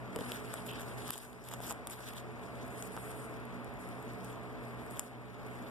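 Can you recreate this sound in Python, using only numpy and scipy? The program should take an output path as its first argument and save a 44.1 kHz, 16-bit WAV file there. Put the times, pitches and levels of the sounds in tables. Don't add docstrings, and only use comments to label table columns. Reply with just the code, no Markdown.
import sys
import numpy as np
from scipy import signal
from scipy.fft import rfft, irfft, next_fast_len
from scipy.io import wavfile
from scipy.ndimage import uniform_filter1d, minimum_filter1d, map_coordinates

SR = 44100
rng = np.random.default_rng(int(sys.argv[2]) if len(sys.argv) > 2 else 0)


def put_to_file(sound):
    columns = np.atleast_2d(sound).T
    safe = np.clip(columns, -1, 1)
    whole_steps = np.round(safe * 32767)
    wavfile.write(sys.argv[1], SR, whole_steps.astype(np.int16))


N = 251370
TOP_HZ = 14350


def amp(db):
    return 10 ** (np.asarray(db) / 20)


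def unit(x):
    return x / np.sqrt(np.mean(x ** 2) + 1e-20)


def along(points, hz):
    freqs, values = np.transpose(points)
    return np.interp(np.log(hz + 1), np.log(freqs + 1), values)


def wobble(rate):
    return map_coordinates(rng.standard_normal(N // 100), [np.arange(N) * rate / SR], mode="wrap")


def filtered(x, response):
    n = x.shape[-1]
    padded = next_fast_len(2 * n)
    return irfft(rfft(x, padded) * response(np.fft.rfftfreq(padded, 1 / SR)), padded)[..., :n]


def coloured(x, spectrum):
    return unit(filtered(x, lambda hz: amp(along(spectrum, hz))))


def resonance(hz, centre, q):
    return 1j * hz * centre / q / (centre ** 2 - hz ** 2 + 1j * hz * centre / q)


def add(track, start, sound):
    part = track[:, max(round(start * SR), 0):][:, :sound.shape[-1]]
    part += sound[..., :part.shape[-1]]


def leaning(x, left_db):
    return x * amp(np.array([[1], [-1]]) * left_db / 2)


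def motor(pitch_hz=123, level_db=-47.5):
    t = np.arange(N) / SR
    phases = rng.uniform(0, 2 * np.pi, (2, 1))
    return np.sqrt(2) * amp(level_db) * np.sin(2 * np.pi * pitch_hz * t + phases)


def fan(air_db=-45.5):
    # f/Hz, level/dB
    air_spectrum = [(20, -29), (32, -26), (55, 3), (100, -5), (160, -2.5), (300, -0.5), (600, -8),
                    (1100, -10.5), (1600, -17), (2200, -15.5), (3000, -30), (4200, -33), (6500, -44.5),
                    (14000, -43)]
    # f/Hz, level/dB, half-width/Hz
    tones = [(56.3, -67, 3), (126.3, -51, 9.3), (187.1, -54, 2.2), (232.5, -55, 13), (246.7, -55, 5.7),
             (305.7, -64.5, 2.2), (430.6, -54, 14), (565, -66, 7.8), (599, -67, 5.4), (659.6, -64.5, 10),
             (713, -63, 23)]
    # f/Hz, side minus mid/dB
    spread = [(60, -3), (200, -11.5), (400, -9.5), (750, -3), (1300, 0)]
    # f/Hz, left minus right/dB
    balance = [(60, 0.5), (200, -1), (650, -4.5), (1300, 7), (3000, 4), (10000, -2)]
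    # t/s, level/dB
    heard_level = [(0, -3), (.4, -2), (1.1, -2.5), (1.35, 0.5), (1.6, -1), (1.8, -3), (2, -5.5), (2.3, -4),
                   (2.6, -2.5), (4.9, -3), (5.3, -2.5), (5.7, -3.5)]

    def tone_peaks(f):
        return sum(amp(db) / np.sqrt(width) / (1 + ((f - hz) / width) ** 2) for hz, db, width in tones)

    air = amp(air_db) * coloured(rng.standard_normal((2, N)), air_spectrum)
    hum = np.sqrt(SR / np.pi) * filtered(rng.standard_normal((2, N)), tone_peaks)
    mid, side = air + hum + motor()
    side = filtered(side, lambda hz: amp(along(spread, hz)))
    pair = filtered(np.array([mid + side, mid - side]), lambda hz: leaning(0.9, along(balance, hz)))
    heard_db = np.interp(np.arange(N) / SR, *np.transpose(heard_level))
    return pair * amp(heard_db)


def pawing(attack_s=0.0087, build_db=5):
    # t/s, length/s, release t60/s, slide/dB, crush/dB,
    # share on claws and paper edges rather than fur/0-1
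    strokes = [(0.114, 0.085, 0.26, -57.5, -59, .5), (0.197, 0.1, 0.43, -47, -52, 0.2),
               (0.304, 0.059, 0.32, -47, -57, 0.26), (0.438, 0.14, 0.55, -50, -56, 0),
               (0.651, 0.028, 0.3, -47.5, -60, 0.6), (0.735, 0.017, 0.5, -57, -49, 0.5),
               (0.778, 0.034, 0.14, -48, -55, 0.74), (0.815, 0.075, 0.68, -51.5, -58.5, 0.26),
               (0.965, 0.25, 0.12, -47, -52.5, 0.2), (1.111, 0.024, 0.19, -35.5, -43, 0.5),
               (1.208, 0.02, 0.29, -40, -53, 0.2), (1.246, 0.32, 0.28, -51.5, -57.5, 0.55),
               (1.43, 0.062, 0.17, -43, -57.5, 0.77), (1.503, 0.042, 0.033, -39, -46, 0.7),
               (1.608, 0.11, 0.033, -39.5, -50.5, 0.65), (1.73, 0.02, 0.71, -69, -66, 0.9),
               (1.892, 0.031, 0.24, -43, -51.5, 0.36), (1.966, 0.12, 0.28, -49, -53.5, 0.33),
               (2.151, 0.033, 0.14, -52, -56, 0.5), (2.41, 0.027, 0.38, -60, -64, 0.2),
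               (2.548, 0.24, .3, -57.5, -63, 0.5), (2.763, 0.093, 0.28, -49, -74, 0.25),
               (2.913, 0.19, 0.4, -49.5, -67, 0.1), (3.156, 0.056, 0.62, -51.5, -79, 0.25),
               (3.787, 0.03, 0.92, -55.5, -67, 0.2), (3.973, 0.25, 0.31, -61, -76, 0.7),
               (4.225, 0.078, 0.22, -54.5, -64, 0.5), (4.62, 0.08, 0.32, -60, -72, .4),
               (4.79, 0.073, .3, -58.5, -78, 0.1), (4.895, 0.17, 0.22, -50.5, -60.5, 0.3),
               (5.14, 0.21, .3, -68, -66, 0.5), (5.376, 0.33, 0.33, -61.5, -66, 0.4),
               (5.456, 0.012, 0.085, -54, -73, 0.5)]

    def powers(slide_db, crush_db, edge):
        return np.array([[1 - edge], [edge], [1]]) * amp([[slide_db], [slide_db], [crush_db]]) ** 2

    t = np.arange(N) / SR
    power = powers(slide_db=-66, crush_db=-67.5, edge=0.27)
    for start, length, t60, slide_db, crush_db, edge in strokes:
        grip = np.clip((t - start) / attack_s, 0, 1)
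        rise_db = build_db * (np.clip((t - start) / length, 0, 1) - 1)
        release_db = -60 * np.clip((t - start - length) / t60, 0, 2)
        force = grip * amp(rise_db + release_db)
        power = power + powers(slide_db, crush_db, edge) * force ** 2
    return np.sqrt(power)


def crackle(per_s, spread_db, smooth):
    sizes = amp(spread_db * np.minimum(rng.standard_exponential(N), 2))
    slips = (rng.random(N) < per_s / SR) * sizes * rng.uniform(-1.25, 1, (2, N))
    return unit(slips) + smooth * rng.standard_normal((2, N))


def catching(depth_db):
    return unit(amp(depth_db * np.clip(wobble(150), -2, 2)))


def flexing(x, depth_db):
    bands = signal.stft(x, nperseg=256)[2]
    field = uniform_filter1d(rng.standard_normal(bands.shape[1:]), size=9, axis=0)
    field = uniform_filter1d(field, size=12, axis=1)
    gains = amp(depth_db * np.clip(unit(field), -2, 2))
    return signal.istft(bands * gains, nperseg=256)[1][:, :N]


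def rustle(fur, edges, squeeze, slide_gain_db=-4, crush_gain_db=-1):
    # f/Hz, level/dB
    swish_spectrum = [(300, -34), (1500, 8.5), (3300, -2), (6000, -7), (7800, 5.5), (9500, 8), (11000, 5.5),
                      (12500, -2), (14000, -1.5)]
    # f/Hz, level/dB
    scrape_spectrum = [(300, -61), (1500, -6), (3300, -12), (6000, -0.5), (7800, 5), (11000, -11.5),
                       (12500, 5), (14000, 1)]
    # f/Hz, level/dB
    crush_spectrum = [(100, -41), (400, 1.5), (1000, -2.5), (1600, 3.5), (2400, -5), (3400, -1),
                      (5000, -9.5), (7000, -9), (14000, -38)]
    jerks_db = 0.64 * wobble(50)
    scrape_grit = crackle(per_s=800, spread_db=4.5, smooth=0.4)
    crush_grit = crackle(per_s=1200, spread_db=3.5, smooth=0.9)
    catches = catching(depth_db=2.5)
    swish = fur * coloured(rng.standard_normal((2, N)), swish_spectrum)
    scrape = edges * catches * coloured(scrape_grit, scrape_spectrum)
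    slide = amp(slide_gain_db + jerks_db) * (swish + scrape)
    crush = squeeze * amp(crush_gain_db + jerks_db) * catches * coloured(crush_grit, crush_spectrum)
    return flexing(leaning(slide, left_db=3.5) + crush, depth_db=2.5)


def buckling(creases, rise_s=0.00056, fall_s=0.00023, shiver_db=-25, shiver_t60=0.04):
    # f/Hz, level/dB
    crack_spectrum = [(1000, -9), (3300, -2), (5600, -8.5), (7600, 7.5), (11000, 7), (13500, 1)]
    # f/Hz, level/dB
    bite_spectrum = [(1200, -32), (2400, -8.5), (3200, 2), (4000, -0.5), (5500, -12), (9000, -7.5)]
    # f/Hz, level/dB
    pop_spectrum = [(200, 9), (900, 18), (1600, 11.5), (2200, 21.5), (3300, -25), (6000, -26), (14000, -33)]
    out = np.zeros((2, N))
    t = np.arange(-SR // 200, SR // 25) / SR
    after = np.maximum(t, 0)
    shiver = amp(shiver_db - 60 * after / shiver_t60)
    burst = np.exp(np.minimum(t, 0) / rise_s) * (np.exp(-after / fall_s) + shiver)
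    for start, db, pitch_hz, pop_db, bite_db in creases:
        tear = burst * rng.standard_normal((2, len(t)))
        fold, push = burst * rng.standard_normal((2, len(t)))
        pitched = filtered(tear, lambda hz: resonance(hz, pitch_hz, q=1.3) * (hz < TOP_HZ))
        crack = coloured(pitched, crack_spectrum)
        bite = amp(bite_db) * coloured(fold, bite_spectrum)
        pop = amp(pop_db) * coloured(push, pop_spectrum)
        snap = crack + bite + pop
        add(out, start + t[0], amp(db) * snap / abs(snap).max(axis=1, keepdims=True))
    return leaning(out, left_db=4)


def crinkles(slide, per_s=30, level_db=-44, at_slide_db=-45.5, growth=0.87, scatter_db=2):
    gap_a, gap_b, strength, pitch, pop = rng.standard_normal((512, 5)).T
    times = np.cumsum((gap_a ** 2 + gap_b ** 2) / 2) / per_s
    slide_db = 20 * np.log10(np.interp(times, np.arange(N) / SR, slide))
    db = level_db + growth * (slide_db - at_slide_db) + scatter_db * strength
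    pitch_hz = 8550 * 2 ** (0.28 * pitch)
    pop_db = -2 + scatter_db * pop
    bite_db = np.full_like(db, -21.5)
    creases = np.column_stack([times, db, pitch_hz, pop_db, bite_db])
    return buckling(creases[times < N / SR])


def knocks(attack_s=0.00077, side_db=-9):
    # t/s, level/dB, stiffness of the spot/pitch ratio
    landings = [(.1612, -26, 1.02), (.189, -31.5, 1.06), (.2105, -29, 0.97)]
    # f/Hz, level/dB, t60/s
    roll_modes = [(169, 7.5, 0.023), (304, -1, 0.038), (435, 1.5, 0.064), (580, -5.5, 0.049),
                  (910, -10, 0.035), (1100, -13, 0.025)]
    out = np.zeros((2, N))
    t = np.arange(SR // 8) / SR
    hz, mode_db, t60 = np.transpose(roll_modes)[:, :, None]
    onset = 1 - np.exp(-t / attack_s)
    for start, db, stiffness in landings:
        phases = rng.uniform(0, 2 * np.pi, (2, len(roll_modes), 1))
        decay = amp(mode_db - 60 * t * stiffness / t60)
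        modes = decay * np.sin(2 * np.pi * hz * stiffness * t + phases)
        mid, side = modes.sum(axis=1) * onset * amp([[0], [side_db]])
        add(out, start, amp(db) * np.array([mid + side, mid - side]) / 2)
    return out


def snaps():
    # t/s, level/dB, f/Hz, pop against crack/dB, bite against crack/dB
    creases = [(.1615, -28, 9400, 10, 10), (.1892, -29, 9300, 14, 7), (.2088, -34.5, 8000, 3, 21),
               (.3196, -23, 10500, 3.5, 11), (.5404, -24, 9400, -4, -16), (.667, -34, 7500, -6, -8),
               (.678, -39, 8500, -9, -9), (.698, -43, 9000, -11, -13), (.7142, -34, 8300, -9, -21),
               (.7365, -42, 7000, 8, 2), (.809, -34, 9000, -7, -5), (.816, -41, 8500, -3, -7),
               (1.08, -31, 7500, -3, -16), (1.091, -30, 11500, 1, -19), (1.1064, -10, 11800, -10, -7.5),
               (1.12, -29, 8500, -13, -10), (1.1334, -20, 7600, -7, -2), (1.139, -26, 8500, -11, -6),
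               (1.157, -27, 7500, -4, 2), (1.165, -34, 8500, -20, -9), (1.1796, -21.5, 10000, -13, -20),
               (1.188, -26, 10000, -8, -17), (1.331, -38, 7000, -3, 2), (1.474, -36, 8500, -16, -9),
               (1.4878, -24.5, 8500, -9, -5), (1.515, -26.5, 8500, 5, -12), (1.527, -30, 8500, 11, -8),
               (1.5385, -24, 8150, -16, -7), (1.543, -40, 8000, -2, -8), (1.6045, -33.5, 8000, -12, -5),
               (1.624, -35, 8000, -13, -12), (1.635, -32, 8500, -1, -15), (1.652, -36, 8500, 6, -18),
               (1.7093, -32, 7150, -5, -4), (1.7178, -34.5, 7400, 1, -10), (1.725, -25.5, 7740, -8, -12),
               (1.8723, -23, 9000, -7, -11), (1.878, -38, 9000, -8, -21), (1.9, -32, 9500, -1, -15),
               (1.909, -30.5, 8000, -8, -20), (2.037, -44, 7500, -1, 10), (2.1362, -38, 7200, -2, 0),
               (2.169, -36, 6500, 5, 10), (2.68, -44, 8000, -9, -18), (2.782, -40, 7800, -12, -20),
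               (2.8254, -27, 6400, -10, -12), (2.9665, -32.5, 5200, 7, 1), (3.107, -41, 9500, -12, -9),
               (3.116, -38.5, 7000, -10, -7), (3.402, -46.5, 9500, -12, -16), (3.4538, -42, 9800, -9, -20),
               (3.545, -49, 9500, -12, -14), (3.646, -41.5, 10300, -6, -17), (3.74, -47, 10000, -12, -14),
               (3.876, -49, 10000, -14, -14), (3.89, -41, 10000, -14, -16), (4.027, -44, 10200, -12, -12),
               (4.135, -44.5, 9500, -12, -18), (4.248, -37.5, 9500, -10, -16), (4.865, -44, 9000, -12, -14),
               (4.91, -40, 9500, -12, -17), (4.923, -43, 9500, -12, -14), (4.972, -38.5, 7500, -4, 11),
               (4.9953, -15, 7800, -12, -14.5)]
    return buckling(creases)


def dents(t60_cycles=4.8):
    # t/s, level/dB, f/Hz
    tocks = [(.3198, -32, 470), (.7365, -35, 1120), (1.157, -27, 816), (1.5378, -25, 910),
             (1.6036, -28, 680), (1.7088, -25, 1080), (1.7173, -29, 1070), (2.9662, -30, 810),
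             (2.9754, -27, 1260), (3.641, -45, 900), (4.9948, -31, 1050)]
    out = np.zeros((2, N))
    t = np.arange(SR // 30) / SR
    for start, db, pitch_hz in tocks:
        tock = amp(-60 * t * pitch_hz / t60_cycles) * np.sin(2 * np.pi * pitch_hz * t)
        add(out, start, amp(db) * tock)
    return leaning(out, left_db=1)


def rasp(start_s=0.68, level_db=-45, attack_s=0.0076, t60=0.3):
    # f/Hz, level/dB
    spectrum = [(1500, -25), (2600, 1), (3300, -1), (4200, -12), (5600, -24), (8000, -28)]
    t = np.maximum(np.arange(N) / SR - start_s, 0)
    pull = np.minimum(t / attack_s, 1) * amp(level_db - 60 * t / t60)
    catches = catching(depth_db=3)
    grit = crackle(per_s=1200, spread_db=-2, smooth=0.5)
    return pull * catches * coloured(grit, spectrum)


def room(x, wet_db=-19, t60=0.28, delay_s=0.004):
    t = np.arange(SR // 3) / SR
    tail = rng.standard_normal((2, len(t))) * amp(-60 * t / t60) * (t > delay_s)
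    tail /= np.linalg.norm(tail[0])
    return x + amp(wet_db) * signal.fftconvolve(x, tail, axes=1)[:, :N]


def scene():
    fur, edges, squeeze = pawing()
    behind = fan()
    slide = np.hypot(fur, edges)
    paper = rustle(fur, edges, squeeze) + rasp() + knocks() + dents() + snaps() + crinkles(slide)
    return room(paper) + behind


def gain_control(x, ceiling_db=-16.5, hold_s=0.32, recover_db_per_s=27):
    peak_db = 20 * np.log10(abs(x).max(axis=0) + 1e-9)
    excess_db = np.maximum(peak_db - ceiling_db, 0)
    half_hold = int(hold_s * SR) // 2
    held_db = -minimum_filter1d(-excess_db, 2 * half_hold + 1, origin=half_hold)
    climb_db = recover_db_per_s * np.arange(N) / SR
    cut_db = np.maximum.accumulate(held_db + climb_db) - climb_db
    gain_db = uniform_filter1d(minimum_filter1d(-cut_db, size=65), size=65)
    return x * amp(gain_db)


def widener(x, lag_s=0.000475):
    # f/Hz, share/0-1
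    crossfeed = [(200, 0.49), (1000, 0.6), (4500, 0.97), (6200, 0.5), (8000, 0.099), (12000, 0.034)]
    return x - filtered(x[::-1], lambda hz: along(crossfeed, hz) * np.exp(-2j * np.pi * hz * lag_s))


def record(dry):
    return filtered(widener(gain_control(dry)), lambda hz: hz < TOP_HZ)


dry = scene()
out = record(dry)
put_to_file(out)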